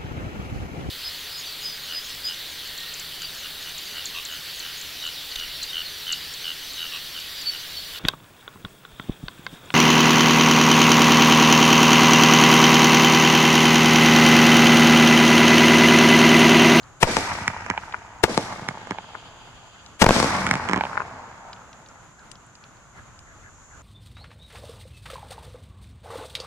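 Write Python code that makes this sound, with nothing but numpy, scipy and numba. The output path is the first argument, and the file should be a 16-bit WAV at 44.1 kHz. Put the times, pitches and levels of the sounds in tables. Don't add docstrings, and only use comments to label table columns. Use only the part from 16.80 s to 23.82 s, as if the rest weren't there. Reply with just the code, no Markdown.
import sys
import numpy as np
from scipy import signal
from scipy.fft import rfft, irfft, next_fast_len
from scipy.io import wavfile
from scipy.ndimage import uniform_filter1d
from numba import njit

SR = 44100
rng = np.random.default_rng(int(sys.argv[2]) if len(sys.argv) > 2 else 0)


def store_pcm(level_fs):
    pcm = np.round(np.clip(level_fs, -1, 1) * 32767).astype(np.int16)
    wavfile.write(sys.argv[1], SR, np.atleast_2d(pcm).T)


N = 309582
T = np.arange(N) / SR
TOP_HZ = 14700

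# freq_hz, density_db
AIR_SPECTRUM = [(15, -28), (25, -1.5), (103, -0.5), (145, -4), (179, -7.5), (430, -14.5), (796, -10.5),
                (1450, -9), (1850, -16), (5130, -30), (6700, -36), (11700, -34), (14500, -49)]
FUSE_SPECTRUM = [(1500, -12), (2600, 12), (3250, 15), (4000, 2.5), (4900, 6.5), (6000, -30), (9000, -11),
                 (14000, -57)]
STREAMER_SPECTRUM = [(500, 5.5), (2000, 0), (3200, 0.5), (5500, 2), (8000, -5.5), (11000, -11.5),
                     (14500, -22)]
LEAD_IN_SPECTRUM = [(100, -9), (450, 1.5), (1100, 3), (2500, 3.5), (7000, -4.5), (10000, -3), (14000, -12)]
SPIT_SPECTRUM = [(100, 1), (450, 1), (1100, 2), (2500, -6.5), (7000, -15.5), (14000, -23)]
TRUNK_SPECTRUM = [(300, -7), (900, 5.5), (2500, -13), (5000, -25)]
# freq_hz, side_minus_mid_db
AIR_WIDTH = [(60, -4.5), (110, -11.5), (200, -8), (370, -6.5), (680, -5), (1260, -11), (2310, 2.5),
             (4240, -0.5), (7800, -1.5), (14300, 2)]
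SCATTER_WIDTH = [(60, -21), (110, -19), (200, -11), (370, -12.5), (680, -8), (1260, -6.5), (2310, 2.5),
                 (4240, 2), (7800, -2), (14300, 1)]
# time_s, gain_db
BREEZE_BASS = [(0, 1), (5.7, -6), (6.3, 1), (7.0, 1)]
INSECT_CURVE = [(0, 1.5), (3, 2.5), (4.6, 2.5), (6, 2), (6.9, 5.5)]
# start_s, level_db, start_pitch_hz
BIRD_CALLS = [(2.934, -47, 1930), (5.135, -50, 2005), (5.36, -47.5, 1850), (5.795, -55, 2050),
              (6.136, -46, 2030), (6.457, -50, 2080), (6.618, -45.5, 2014), (6.895, -47.5, 1914)]
# start_s, level_db, low_hz, high_hz, pan_db (left minus right)
PAPER_TICKS = [(.031, -45.5, 3000, 5000, 2.5), (1.124, -30, 1610, 4200, 4), (3.062, -35, 2360, 6500, 4.5),
               (4.73, -31, 1524, 5200, 2), (4.763, -47, 2150, 3700, -2), (4.9298, -39, 1976, 6000, 1),
               (5.061, -44, 2390, 5050, 2.5), (5.087, -41, 4680, 7620, 2.5), (5.393, -49, 2980, 5500, 1),
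               (5.5148, -34.5, 2000, 8900, 16), (5.555, -42, 3000, 5760, 2.5), (5.664, -49, 7400, 9000, 7),
               (5.753, -39.5, 2500, 7500, -3.5), (5.839, -40, 2200, 5000, 0.5), (5.969, -52, 2200, 4800, 1),
               (6.391, -37, 2200, 8900, 3.5)]
# freq_hz, density_db, t60_s
RUMBLE_BANDS = [(31.1, -12, 0.94), (69.4, 7.5, 4), (126.2, 4.5, 3.05), (284.7, -1, 2.76),
                (383.5, -13.5, 3.8), (678, -5.5, 3.6), (980, -3, 3.33), (1619, 4, 3.1), (2240, 4.5, 2.44),
                (3280, -7, 3.7), (6900, -4.5, 2.8), (14000, -37, 0.974)]
# delay_s, level_db, spread_s, low_hz, high_hz
TREE_STANDS = [(0.253, -13.5, 0.032, 750, 1350), (1.12, -28.5, 0.071, 650, 1200),
               (1.4, -31, .06, 650, 1200)]
# delay_s, level_db, pan_db, scatter_s, low_hz, high_hz
HEDGES = [(.003, -14.5, -1.5, 0.0042, 187, 800), (.038, -17, -4, 0.027, 260, 1100),
          (.054, -12.5, 3, 0.017, 190, 477), (0.138, -14.5, -3.5, 0.024, 187, 814)]
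# delay_s, level_db, pan_db, low_hz, high_hz, ring_hz, treble_db, step_s, ground_db, ground_high_hz
WALL_ECHOES = [(0.1359, -7.5, 8.5, 600, 3000, 1116, 4.5, 0.00023, -9.5, 260),
               (0.379, -30, -1, 700, 2190, 1000, -25, 0.00092, -15, 193),
               (0.4468, -5.5, -3.5, 1400, 2550, 1140, -2, 0.00055, -11.5, 185),
               (.468, -27.5, -16.5, 700, 1600, 841, -35, 0.0015, -18.5, 191),
               (0.631, -26, -5.5, 561, 2399, 847, -3.5, 0.0018, -52, 200),
               (0.6685, -12.5, -8.5, 1130, 3000, 1056, -5, 0.00094, -14, 303),
               (0.6785, -16.5, -6, 1194, 2240, 1600, -28, 0.00057, -17, 225),
               (0.706, -31, -7, 810, 2000, 1000, -25, 0.00099, -47, 200),
               (0.7446, -17, -4, 875, 3440, 872, -19, 0.001277, -29, 202.4),
               (.803, -32, -4.5, 754, 1990, 950, -30, .0011, -57, 200),
               (0.906, -26.5, -2.5, 894, 2324, 1100, -28, 0.00099, -36, 195.5),
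               (0.911, -16, 8.5, 1130, 2020, 1384, -45, 0.00076, -44, 198)]
# end_s, length_s, level_db
LEAD_IN_HISSES = [(0.228, 0.026, -22), (1.44, 0.011, -16), (3.216, 0.025, -21.5)]
# freq_hz, level_db, t60_s
TUBE_MODES = [(83.5, -25, 0.051), (266, -30.5, 0.035), (444, -9.5, 0.0049), (883, -19, 0.021),
              (2135, -24, 0.014)]
# start_s, strength_db, push_s, spit_db, to_near_wall_db, to_hedges_db, to_far_walls_db, pitch_ratio
BATTERY_SHOTS = [(0.2325, -1.5, 0.00029, -9.5, -1.5, 5, -0.5, 1.095),
                 (1.4408, -8.5, 0.00047, -11, -3.5, -3, -9, 1),
                 (3.2200, -6.5, 0.00023, -16, -27, -19, -10, 1.54),
                 (3.2230, -30, 0.00035, -8, -16, -2, -21, 0.58),
                 (3.2275, -13.5, 0.00068, -11, -10.5, -5, -20, 1.6),
                 (3.2440, -11, 0.00049, -20, -17, -12, -11.5, 1.1),
                 (3.265, 1, 0.00035, -23, -5, -7, 3, 1.02),
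                 (3.2925, -8.5, 0.00047, -18.5, -9, -14, -2.5, 1.22),
                 (3.3078, -10.5, 0.00066, -39, -13, -6, -7, 1.2)]


def undb(db):
    return 10 ** (np.asarray(db) / 20)


def unit(x):
    return x / np.sqrt(np.mean(x ** 2))


def add(out, start_s, x):
    i = int(round(start_s * SR))
    out[..., i:i + x.shape[-1]] += x[..., :out.shape[-1] - i]


def band(x, low_hz, high_hz, order=2):
    high_hz = min(max(high_hz, 1.1 * low_hz), .45 * SR)
    return signal.sosfilt(signal.butter(order, [low_hz, high_hz], "band", fs=SR, output="sos"), x)


def lowpass(x, high_hz, order=2):
    return signal.sosfilt(signal.butter(order, high_hz, fs=SR, output="sos"), x)


def colour(x, spectrum):
    size = next_fast_len(x.shape[-1])
    hz, db = np.transpose(spectrum)
    bins_hz = np.arange(size // 2 + 1) * SR / size
    gain = undb(np.interp(np.log(bins_hz + 1), np.log(hz), db))
    return irfft(rfft(x, size) * gain, size)[..., :x.shape[-1]]


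def wide_noise(width, size=N):
    mid, side = rng.standard_normal((2, size))
    side = colour(side, width)
    flatten = [(hz, -10 * np.log10(1 + undb(2 * db))) for hz, db in width]
    return colour(np.array([mid + side, mid - side]), flatten)


def walk(rate_hz, size=N):
    knots = rng.standard_normal(int(size / SR * rate_hz) + 2)
    return np.interp(np.arange(size) / SR * rate_hz, np.arange(len(knots)), knots)


def place(x, pan_db):
    t = T[:len(x)]
    lag_s = np.round(np.clip(pan_db, -6, 6)) / SR
    return np.array([undb(side * pan_db / 2) * np.interp(t + side * lag_s / 2, t, x, left=0)
                     for side in (1, -1)])


@njit
def follow(x, release):
    envelope, peak = np.empty(len(x)), 0.
    for i in range(len(x)):
        peak = max(x[i], peak * release)
        envelope[i] = peak
    return envelope


def air(level_db=-49.5, flicker_db=1.44, breeze_hz=110):
    murmur = unit(colour(wide_noise(AIR_WIDTH), AIR_SPECTRUM)) * undb(level_db - flicker_db * walk(22))
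    bass = signal.sosfiltfilt(signal.butter(2, breeze_hz, fs=SR, output="sos"), murmur)
    return murmur + bass * (undb(np.interp(T, *np.transpose(BREEZE_BASS))) - 1)


def insects(pitch_hz=6690, throb_hz=15, throb_db=3, core_db=-2, base_db=-61):
    phase = 2 * np.pi * np.cumsum(throb_hz * (1 + .193 * walk(8.7))) / SR
    chorus, core = (unit(band(wide_noise(AIR_WIDTH), pitch_hz * (1 - spread), pitch_hz * (1 + spread)))
                    for spread in (.099, .015))
    song = unit(chorus + core * undb(core_db + throb_db * np.sin(phase)))
    return song * undb(base_db + np.interp(T, *np.transpose(INSECT_CURVE)) - .4 * walk(3.04))


def bird(call_s=.087, fall_ratio=.3, jitter_ratio=.085, rasp_db=4, throat_hz=1700, blur_s=.0027):
    calls, t = np.zeros(N), T[:int(call_s * SR)]
    for start_s, db, start_hz in BIRD_CALLS:
        pitch_hz = start_hz * (1 - fall_ratio * t / call_s + jitter_ratio * walk(701, len(t)))
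        swell = undb(db + rasp_db * walk(208, len(t))) * np.sin(np.pi * t / call_s)
        add(calls, start_s, swell * np.sin(2 * np.pi * np.cumsum(pitch_hz) / SR))
    voiced = band(calls, .78 * throat_hz, 1.22 * throat_hz, order=1)
    blur = rng.standard_normal((2, SR // 4)) * np.exp(-T[:SR // 4] / blur_s)
    return signal.fftconvolve(voiced[None], blur / np.linalg.norm(blur[0]))[:, :N]


def paper_ticks(decay_s=.0028, gain_db=3):
    out, t = np.zeros((2, N)), T[:SR // 20]
    for start_s, db, low_hz, high_hz, pan_db in PAPER_TICKS:
        snap = band(rng.standard_normal(len(t)) * np.exp(-t / decay_s), low_hz, high_hz, order=4)
        add(out, start_s, place(undb(db + gain_db) * snap / np.abs(snap).max(), pan_db))
    return out


def fuse(peak_s=2.28, peak_db=-50, rise_db_per_s=17.5, fall_db_per_s=10, end_s=3.25, sputter_db=1.5):
    since_s = T - peak_s
    level_db = peak_db + np.minimum(rise_db_per_s * since_s, -fall_db_per_s * since_s)
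    hiss = unit(colour(wide_noise(AIR_WIDTH), FUSE_SPECTRUM))
    return hiss * undb(level_db + sputter_db * walk(29.66)) * (T < end_s)


def rumble(build_s=.045, patchy_db=2.5, trunks_per_s=70, crackle_db=-3, gain_db=-48):
    t = T[:2 * SR]
    wash = wide_noise(SCATTER_WIDTH, len(t)) * undb(patchy_db * walk(250, len(t)))
    trunks = (rng.random(len(t)) < trunks_per_s / SR) * rng.standard_normal(len(t))
    crackle = undb(crackle_db) * colour(unit(trunks), TRUNK_SPECTRUM)
    bins_hz, frame_s, frames = signal.stft(wash + crackle, SR, nperseg=1024)
    hz, db, t60_s = np.transpose(RUMBLE_BANDS)
    db, t60_s = (np.interp(np.log(bins_hz + 1), np.log(hz), column)[:, None] for column in (db, t60_s))
    tail = signal.istft(frames * undb(db - 60 * frame_s / t60_s), SR)[1][:, :len(t)]
    return undb(gain_db) * tail * (1 - np.exp(-(t / build_s) ** 2))


def woods(grain_db=4):
    out, t = np.zeros((2, 2 * SR)), T[:2 * SR]
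    for delay_s, db, spread_s, low_hz, high_hz in TREE_STANDS:
        swell = np.exp(-((t - delay_s) / spread_s) ** 2 / 2) * undb(grain_db * walk(200, len(t)))
        scatter = wide_noise(SCATTER_WIDTH, len(t)) * swell
        out += undb(db) * band(scatter / np.linalg.norm(scatter[0]), low_hz, high_hz)
    return out


def hedges(twigs_db=-13, twigs_hz=(700, 2700), gain_db=-1.5):
    out, t = np.zeros((2, 2 * SR)), T[:SR // 6]
    for delay_s, db, pan_db, scatter_s, low_hz, high_hz in HEDGES:
        scatter = rng.standard_normal(len(t)) * np.exp(-t / scatter_s)
        smear = band(scatter, low_hz, high_hz, order=3) + undb(twigs_db) * band(scatter, *twigs_hz)
        add(out, delay_s, place(undb(db) * smear / np.linalg.norm(scatter), pan_db))
    return undb(gain_db) * out


def walls(from_s, to_s, step_db=-6, scatter_s=.006, scatter_db=-18, ring_db=-4, gain_db=-2):
    out, t = np.zeros((2, 2 * SR)), T[:SR // 6]
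    click = signal.unit_impulse(len(t))
    rows = [row for row in WALL_ECHOES if from_s <= row[0] < to_s]
    for delay_s, db, pan_db, low_hz, high_hz, ring_hz, treble_db, step_s, ground_db, ground_hz in rows:
        scatter = rng.standard_normal(len(t)) * np.exp(-t / scatter_s)
        scatter /= np.linalg.norm(scatter)
        faces = click + undb(step_db) * np.sinc((t - step_s) * SR)
        echo = undb(db) * faces + undb(scatter_db + db / 2) * scatter
        body = lowpass(band(echo, low_hz, TOP_HZ), high_hz, order=5)
        ring = undb(ring_db) * band(echo, .941 * ring_hz, 1.059 * ring_hz, order=1)
        treble = undb(treble_db) * band(echo, 4750, 8400)
        thump = undb(ground_db + 6) * band(click, 80, ground_hz)
        add(out, delay_s, place(body + ring + treble, pan_db))
        add(out, delay_s + .00096, thump)
    return undb(gain_db) * out


def streamers(gain_db=-20, rise_s=.061, braking_s=.17, echo_s=.72, echo_db=-25.5, pan_db=1.5):
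    envelope = (1 - np.exp(-(T / rise_s) ** 2)) * np.exp(-T / braking_s)
    power = np.zeros(N)
    for start_s, db, *_ in BATTERY_SHOTS:
        add(power, start_s, (undb(db + gain_db) * envelope) ** 2)
    add(power, echo_s, undb(2 * echo_db) * power)
    crinkle = wide_noise(SCATTER_WIDTH) * undb(.5 * walk(1500))
    flutter = undb(2 * walk(180))
    rush = unit(colour(crinkle, STREAMER_SPECTRUM)) * flutter
    return rush * np.sqrt(power) * undb([[pan_db / 2], [-pan_db / 2]])


def lead_in_hiss(swell_db=14):
    out = np.zeros(N)
    for end_s, length_s, db in LEAD_IN_HISSES:
        progress = T[:int(length_s * SR)] / length_s
        hiss = unit(colour(rng.standard_normal(SR // 10), LEAD_IN_SPECTRUM))[:len(progress)]
        add(out, end_s - length_s, undb(db + swell_db * (progress - 1)) * np.sqrt(progress) * hiss)
    return out


def spits(lead_s=.004, vent_db=-12, vent_s=.012, gain_db=5):
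    out, t = np.zeros(N), T[:SR // 25]
    envelope = np.where(t < lead_s, 1, undb(vent_db) * np.exp(-(t - lead_s) / vent_s))
    for start_s, _, _, spit_db, *_ in BATTERY_SHOTS:
        gas = unit(colour(rng.standard_normal(len(t)), SPIT_SPECTRUM))
        add(out, start_s - lead_s, undb(spit_db + gain_db) * envelope * gas)
    return out


def puffs(outflow_s=.0079, gain_db=-13, steepness=2.5):
    out, age = np.zeros(N), T[:SR // 8] / outflow_s
    thump = np.e * age * (1 - age / 2) * np.exp(-age)
    for start_s, db, *_ in BATTERY_SHOTS:
        add(out, start_s, undb(gain_db + steepness * db) * thump)
    return out


def blast(push_s, pitch_ratio, front_s=12e-6, suction_db=-7, gain_db=16):
    t = T[:SR // 8]
    shock = (1 - t / push_s) * np.exp(-t / push_s) * (1 - np.exp(-t / front_s))
    after_push = np.maximum(t / push_s - .8, 0)
    suction = undb(suction_db) * (1 - np.exp(-10 * after_push)) * np.exp(-after_push ** 2 / 2)
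    ring = sum(undb(db - 60 * t / t60_s) * np.sin(2 * np.pi * hz * pitch_ratio * t)
               for hz, db, t60_s in TUBE_MODES)
    return undb(gain_db) * (shock - suction + ring)


def scene(spit_carry_db=-14, near_s=.25, far_s=.72):
    bangs, to_near, to_hedges, to_far = np.zeros((4, N))
    for start_s, db, push_s, _, near_db, hedge_db, far_db, pitch_ratio in BATTERY_SHOTS:
        wave = blast(push_s, pitch_ratio)
        for feed, feed_db in (bangs, db), (to_near, near_db), (to_hedges, hedge_db), (to_far, far_db):
            add(feed, start_s, undb(feed_db) * wave)
    spit = spits()
    near = walls(0, near_s)
    middle = walls(near_s, far_s) + rumble() + woods()
    far = walls(far_s, np.inf)
    paths = (to_near, near), (to_hedges, hedges()), (bangs, middle), (to_far, far)
    echoes = sum(signal.fftconvolve((feed + undb(spit_carry_db) * spit)[None], response)[:, :N]
                 for feed, response in paths)
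    hiss = spit + lead_in_hiss()
    direct = place(bangs, pan_db=2.5) + place(hiss, pan_db=10.5) + place(puffs(), pan_db=2)
    return direct + echoes + streamers() + fuse() + paper_ticks() + bird() + air() + insects()


def record(dry, ceiling_db=13.5, release_s=.021, clip_level=.89, rolloff_hz=11000):
    ceiling = undb(ceiling_db)
    peak = follow(np.abs(dry).max(axis=0), np.exp(-1 / (release_s * SR)))
    gain = uniform_filter1d(ceiling / np.maximum(peak, ceiling), size=64)
    clipped = clip_level * np.tanh(dry * gain / clip_level)
    top_cut = signal.ellip(10, .1, 80, TOP_HZ, fs=SR, output="sos")
    return signal.sosfilt(top_cut, lowpass(clipped, rolloff_hz))


dry = scene()
out = record(dry)
store_pcm(out)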